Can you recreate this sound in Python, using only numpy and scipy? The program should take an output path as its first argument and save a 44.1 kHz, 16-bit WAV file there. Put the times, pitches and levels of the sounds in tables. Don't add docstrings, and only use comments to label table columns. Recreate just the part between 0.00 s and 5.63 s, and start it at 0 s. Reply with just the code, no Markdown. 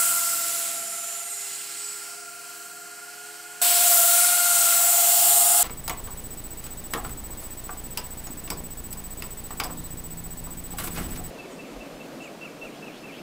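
import sys
import numpy as np
from scipy import signal
from scipy.fft import rfft, irfft, next_fast_len
from scipy.io import wavfile
from scipy.ndimage import uniform_filter1d

SR = 44100
rng = np.random.default_rng(int(sys.argv[2]) if len(sys.argv) > 2 else 0)


def pcm_store(signal):
    levels = np.round(np.clip(np.atleast_2d(signal), -1, 1) * 32767)
    wavfile.write(sys.argv[1], SR, levels.astype(np.int16).T)


def field_ratio(decibels):
    return 10 ** (np.asarray(decibels, dtype=float) / 20)


N = 248283
T = np.arange(N) / SR
CUT_S, CUT_FADE_S = 3.6145, 0.0025
ROTOR, LAY, MOTOR, MESH = 18.61 / 7770, 70 / 7770, 354.8 / 7770, 688.5 / 7770


def curves(rows):
    rows = np.array(rows)
    first = rows[rows[:, 0] < CUT_S].T
    second = rows[rows[:, 0] > CUT_S].T
    fade = np.clip((T - CUT_S) / CUT_FADE_S, 0, 1)
    return [(1 - fade) * np.interp(T, first[0], a) + fade * np.interp(T, second[0], b)
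            for a, b in zip(first[1:], second[1:])]


def at_hz(rows, hz):
    f, v = np.transpose(rows)
    return np.interp(np.log(hz + 1.), np.log(f + 1.), v)


def walk(rate):
    hold = int(SR / rate)
    steps = np.repeat(rng.standard_normal(N // hold + 1), hold)
    return uniform_filter1d(uniform_filter1d(steps, hold), hold)[:N]


# pitch_hz, share common to both channels (0 to 1)
LIKENESS = [(60, 0.9), (130, 1), (290, 0.98), (640, 0.52), (1410, 0.65), (3100, 0.9), (6820, 0.94),
            (15000, 0.99)]


def band(hz, octaves):
    size = next_fast_len(N)
    f = np.fft.rfftfreq(size, 1 / SR)
    shape = np.cos(np.pi / 2 * np.clip(np.log2((f + 1) / hz) / octaves, -1, 1))
    noise = rng.standard_normal((2, N))
    mid, side = irfft(rfft(noise, size) * shape)[:, :N] * np.sqrt(SR / 2)
    common = np.clip(at_hz(LIKENESS, hz), 0, 1)
    return np.sqrt((1 + common) / 2) * mid + np.sqrt((1 - common) / 2) * side * np.array([[1], [-1]])


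def tone(turns, db, flutter_db, wobble):
    angle = 2 * np.pi * (turns + rng.random()) + wobble * walk(22)
    return np.sqrt(2) * field_ratio(db + flutter_db * walk(14)) * np.sin(angle)


CLOSE_DB = -23
PARTS = {"mesh": (-35, 0.77), "motor": (-35, 0.87), "overtone": (-35.5, 0.5), "whine": (-33, 0.9),
         "below": (-41, 0.91), "above": (-37, 0.89), "minus mesh": (-34.5, 0.88), "plus mesh": (-36.5, 1),
         "octave": (-35, .95), "upper mesh": (-33.5, 0.86), "thrum": (-66, 0.63), "tail 5": (-53.5, 0.17),
         "tail 10": (-46, 0.62), "tail 4": (-77.5, -0.51), "hiss low": (-45.5, 0.6),
         "hiss mid": (-34.5, 0.49), "hiss high": (-34, 0.81), "top loss": (.5, .06), "field": (-7, -0.26)}
GEAR_TURNS = {"mesh": [(0, 0.4, -6.5), (1.5, 0.18, -18), (1.88, .12, -18), (3.9, 0.27, 4)],
              "motor": [(0, 0.48, -20.5), (1.95, 0.081, -19), (1.6, .2, -8.5), (3.55, 0.38, -7),
              (3.62, 0.12, -16), (4.1, .1, -7), (4.55, 0.17, -17)], "upper mesh": [(.3, 0.74, 4.5),
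              (1.6, 0.26, 8), (4.4, 0.23, 5)], "overtone": [(.1, 0.21, 3), (.65, 0.098, -4),
              (1.5, 0.31, -9.5), (3.75, 0.2, -4.5), (4.35, .25, 4), (4.72, 0.068, 2.5), (5.3, 0.23, -13)],
              "thrum": [(0, 0.49, 6.5), (1.4, 0.34, -10), (3.6, .2, 4), (3.9, .25, -3.5)],
              "tail 5": [(0.05, 0.37, -11), (1, 0.33, -5), (4.5, 0.29, -14.5)], "tail 10": [(.3, 0.18, -21),
              (1.4, 0.35, -3.5), (2.55, 0.29, -10), (3.65, 0.5, -11), (5.5, 0.4, 8.5)],
              "tail 4": [(.3, 0.38, 14), (1.25, .14, -19), (1.65, .15, 3.5), (3.9, .13, 16),
              (4.55, 0.2, -6)]}
WHINE_TURNS = {"whine": [(.5, 0.26, 3.5), (1.45, .15, 5), (1.88, 0.073, 16), (3.62, 0.024, 9),
               (3.74, 0.054, 7.5), (4.75, .08, 3.5)], "below": [(1.1, 0.31, 16), (1.85, .15, 4),
               (2.65, .25, 9), (3.48, .11, -10), (3.62, .04, -13), (5.25, 0.43, 7)], "above": [(.7, .12, 5),
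               (1.01, .07, -8), (1.7, 0.24, 9), (4.07, .07, -9), (4.55, .13, 8), (5.03, 0.11, -18),
               (5.4, 0.098, 7)], "octave": [(.9, .25, -4), (1.6, 0.25, 0), (2.8, .5, -6), (5.2, .3, 2)],
               "minus mesh": [(1.35, 0.4, 6.5), (1.95, 0.11, 3.5), (4.76, 0.08, -1)],
               "plus mesh": [(.58, .07, -16), (1.0, 0.093, -5), (1.28, 0.095, 12), (1.85, 0.14, 11),
               (2.68, 0.1, 11), (3.96, .08, -11), (4.45, 0.14, -12), (5.41, .07, 7)]}
AIR_TURNS = {"hiss low": [(.9, 0.86, -5), (3.65, 0.093, 2)], "hiss mid": [(1.29, 0.076, -4.5),
             (1.7, 0.12, 2.5), (3.65, 0.15, 7), (4.0, .1, -1.5), (4.55, 0.51, 4.5), (5.3, 0.24, 2)],
             "hiss high": [(1.7, 0.76, 2.7), (4.29, 0.22, 2.16)], "top loss": [(1.4, .5, -11.5),
             (3.3, .35, -5), (4.4, 0.16, -2)], "field": [(0.27, 0.85, 12.8)]}


def part(name, near_db):
    close_db, share = PARTS[name]
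    level_db = close_db + share * (near_db - CLOSE_DB)
    turns = {**GEAR_TURNS, **WHINE_TURNS, **AIR_TURNS}[name]
    for centre_s, half_s, db in turns:
        same_shot = (T > CUT_S) == (centre_s > CUT_S)
        level_db = level_db + db * np.exp(-.5 * ((T - centre_s) / half_s) ** 2) * same_shot
    return level_db


# pitch_hz, density_db (per Hz)
FIELD = [(15, -69), (25, -30), (366, -9.5), (413, -13.5), (569, -20), (709, -51), (902, -53), (1400, -5),
         (3000, -15), (3900, -48), (6600, -120)]
FIELD_DB = -56.5


def field(duck_db):
    out = sum(field_ratio(at_hz(FIELD, hz) + 2.4 * walk(3.12)) * band(hz, 0.42)
              for hz in 25 * 2 ** np.arange(0, 7.5, .5))
    return field_ratio(FIELD_DB + duck_db) * out / np.sqrt(np.mean(out ** 2))


def downwash(thrum_db):
    return field_ratio(thrum_db - 24.5) * band(127.0, 1.8)


BAND_HZ = [1030, 3900, 6600, 11000, 15000]
# pitch_hz, level_db
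HISS = [(60, -19), (140, -30), (400, -13), (470, -12.5), (560, 0.5), (700, -4), (1030, 1), (2000, 0.5),
        (2900, 1.5), (6000, -2), (6600, -2.5), (7200, 5), (8800, 3), (10500, 2.5), (15700, 0)]


def blades(density_db, turns):
    blade_beat = 0.028 * np.sin(4 * np.pi * ROTOR * turns)
    lay_beat = 0.061 * np.sin(4 * np.pi * LAY * turns)
    gust, out = walk(6.5), 0
    for hz in 79 * 2 ** np.arange(0, 7.9, 1 / 3):
        place = np.interp(np.log(hz), np.log(BAND_HZ), np.arange(5))
        k = min(int(place), 3)
        db = density_db[k] + (place - k) * (density_db[k + 1] - density_db[k])
        flicker_db = 0.86 * gust + 0.95 * walk(11) + 1.06 * walk(2.476)
        out = out + field_ratio(db + at_hz(HISS, hz) + flicker_db) * band(hz, 1 / 3)
    return (1 + blade_beat + lay_beat) * out


# low_hz, high_hz
GRASS_HZ = [
    (3250, 4050),
    (1750, 2450),
]
# top hiss at onset [dB], span to full depth [dB], share cancelled
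GRAZE_DB = [-36, -45]
GRAZE_SPAN_DB = [14, 5]
GRAZE_SHARE = [.66, .37]
HOVER_SHARE = [.03, .15]
SUNK_SHARE = [.1, .48]
SINK_S = (4.9, 5.2)


def grass(air, near_db):
    for k, edges in enumerate(GRASS_HZ):
        graze = GRAZE_SHARE[k] * np.clip((GRAZE_DB[k] - near_db) / GRAZE_SPAN_DB[k], 0, 1)
        hover = np.interp(T, SINK_S, [HOVER_SHARE[k], SUNK_SHARE[k]])
        bandpass = signal.butter(2, edges, "band", fs=SR, output="sos")
        air = air - np.where(T < CUT_S, graze, hover) * signal.sosfiltfilt(bandpass, air)
    return air


# start_s, pitch_hz
TAIL = [(0, 81.6), (1.2, 80.9), (1.8, 82.1), (2.11, 82.2), (2.41, 82.25), (3.01, 82.7), (3.31, 84),
        (3.6, 84), (3.63, 81.2), (3.9, 81.6), (4.62, 82), (5.13, 82.9), (5.38, 82.1), (5.63, 83.4)]
# shaft multiple, index of the part that sets the level, level_db under it
TAIL_MORE = [(2, 1, -22), (2, 2, -10), (3, 2, -10), (3, 1, -24), (6, 2, -10), (15, 1, -8), (20, 0, -3),
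             (25, 0, -6), (30, 0, -8)]


def tail_rotor(near_db):
    level_db = [part(name, near_db) for name in ("tail 5", "tail 10", "tail 4")]
    turns = np.cumsum(curves(TAIL)[0]) / SR
    main = [(5, 0, 0), (10, 1, 0), (4, 2, 0)]
    return sum(tone(n * turns, level_db[int(k)] + db, 2.05, 0.11 + 0.041 * n)
               for n, k, db in main + TAIL_MORE)


# start_s, pitch_hz
SPEED = [(0, 7752), (.27, 7695), (.6, 7674), (.9, 7612), (1.6, 7680), (2.16, 7847), (2.31, 7800),
         (2.8, 7852), (3.18, 7985), (3.614, 8015), (3.619, 7965), (4.04, 7755), (4.27, 7935), (4.42, 7915),
         (4.7, 7750), (4.85, 7806), (4.96, 7758), (5.63, 7782)]
LINES_AT = [(MESH, 0), (MESH - ROTOR, 0), (MESH - LAY, 0), (MESH + LAY, 0), (2 * MOTOR, 1), (2 * MESH, 2),
            (2 * MESH + ROTOR, 2), (2 * MESH - ROTOR, 2), (2 * MESH + LAY, 2), (3 * MESH, 9),
            (3 * MESH + ROTOR, 9), (4 * MESH + ROTOR, 9), (1, 3), (1 + ROTOR, 3), (1 + LAY, 3),
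            (1 + 2 * LAY, 3), (1 - LAY * 6, 4), (1 - LAY * 7, 4), (1 + LAY * 6, 5), (1 - MESH, 6),
            (1 - MESH - ROTOR, 6), (1 + MESH, 7), (1 + MESH + ROTOR, 7), (1 + 2 * MESH + ROTOR, 7),
            (1 + MESH + LAY * 6, 7), (2, 8), (2 - LAY * 6, 8), (2 - LAY * 12, 8),
            (2 - LAY * 6 - MESH - ROTOR, 8), (MOTOR * 33, 7), (MOTOR * 15, 3), (4 * MESH + MOTOR, 2)]
LINES_DB = [1.2, -16, -19, -21, 1.2, -.5, -5, -12, -14, -19, -18, -18, -.5, -9, -11, -11, .5, -13, .5, -3.5,
            -2, -2.5, -2.5, -8, -9, -1, -7, -8, -8, -14, -21, -17]
# share of the whine, level_db over the thrum
HUM = [
    (2 * LAY, 0),
    (3 * LAY, 0.5),
    (4 * LAY, -1.2),
    (MOTOR, 0),
    (MESH + MOTOR, 11),
    (3 * MOTOR, 7.2),
    (MESH + 4 * LAY, 0.77),
]


def drive(hiss_db, thrum_db):
    level_db = [part(name, hiss_db) for name in list(PARTS)[:10]]
    turns = np.cumsum(curves(SPEED)[0]) / SR
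    lines = sum(tone(share * turns, level_db[k] + db, .7 + 1.8 * share, .05 + 1.2 * np.sqrt(share))
                for (share, k), db in zip(LINES_AT, LINES_DB))
    hum = sum(tone(share * turns, thrum_db + db + 2 * walk(1.28), 1.5, 0.16) for share, db in HUM)
    mesh_db, overtone_db, whine_db, upper_db = level_db[0], level_db[2], level_db[3], level_db[9]
    skirts = [(MESH, mesh_db - 10, 160.), (2 * MESH, overtone_db - 5.5, 90.),
              (2 * MESH, overtone_db - 2.0, 400.), (MESH - 1.9 * LAY, mesh_db - 19.0, 120.),
              (3 * MESH, upper_db - 12.5, 120.), (4 * MESH, upper_db - 11.5, 200.),
              (6 * MESH, upper_db - 9, 200.), (1, whine_db - 15, 400.),
              (1.535, hiss_db - 4.0, 900.),
              (MESH + MOTOR, thrum_db + 16, 250.)]
    rattle = sum(field_ratio(db) * walk(rate) * np.sin(2 * np.pi * share * turns) for share, db, rate in skirts)
    return lines + hum + rattle, turns


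# start_s, nearness as top hiss level_db, bearing as left minus right level_db
FLIGHT = [(0, -25.5, -.5), (1.03, -41, -2.5), (1.29, -39, -2.5), (1.64, -43.5, -2.5), (1.9, -44, -2.5),
          (2.25, -48.5, -1), (2.5, -50, -1), (3.58, -49, -1.5), (3.65, -23.5, 1), (3.97, -23, 1),
          (4.29, -24.5, 1.9), (4.6, -24, 1.8), (5.12, -22.5, .5), (5.31, -22.5, 0.8), (5.63, -22.5, 0)]
BAND_WIDTH_HZ = [320, 3500, 600, 6500]


def scene():
    hiss_db, pan_db = curves(FLIGHT)
    loss_db, thrum_db, duck_db = (part(name, hiss_db) for name in ("top loss", "thrum", "field"))
    band_db = [part(name, hiss_db) for name in ("hiss low", "hiss mid", "hiss high")] + [hiss_db]
    density_db = [db - 10 * np.log10(w) for db, w in zip(band_db, BAND_WIDTH_HZ)]
    density_db.append(density_db[-1] + loss_db)
    gears, turns = drive(hiss_db, thrum_db)
    air = grass(blades(density_db, turns), hiss_db)
    machine = gears + tail_rotor(hiss_db) + air + downwash(thrum_db)
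    return machine * field_ratio(np.array([pan_db, -pan_db]) / 2) + field(duck_db)


def band_limit(x):
    return signal.sosfilt(signal.butter(12, 17100, fs=SR, output="sos"), x)


# pitch_hz, left lead [radians]
PORT_LEAD = [(0, 0), (340, 0.7), (1030, 1.0), (2330, 0.3), (3100, 0.4), (3700, 0.1), (4130, 0.3),
             (4480, 0.1), (9040, 0.1), (10100, 0.0), (16700, -0.0)]


def record(dry):
    size = next_fast_len(N)
    hz = np.fft.rfftfreq(size, 1 / SR)
    top = np.clip((15730 - hz) / 60, 0, 1)
    lead = np.exp(.5j * at_hz(PORT_LEAD, hz) * np.array([[1], [-1]]))
    wet = irfft(rfft(dry, size) * top * lead, size)[:, :N]
    return band_limit(wet)


dry = scene()
out = record(dry)
pcm_store(out)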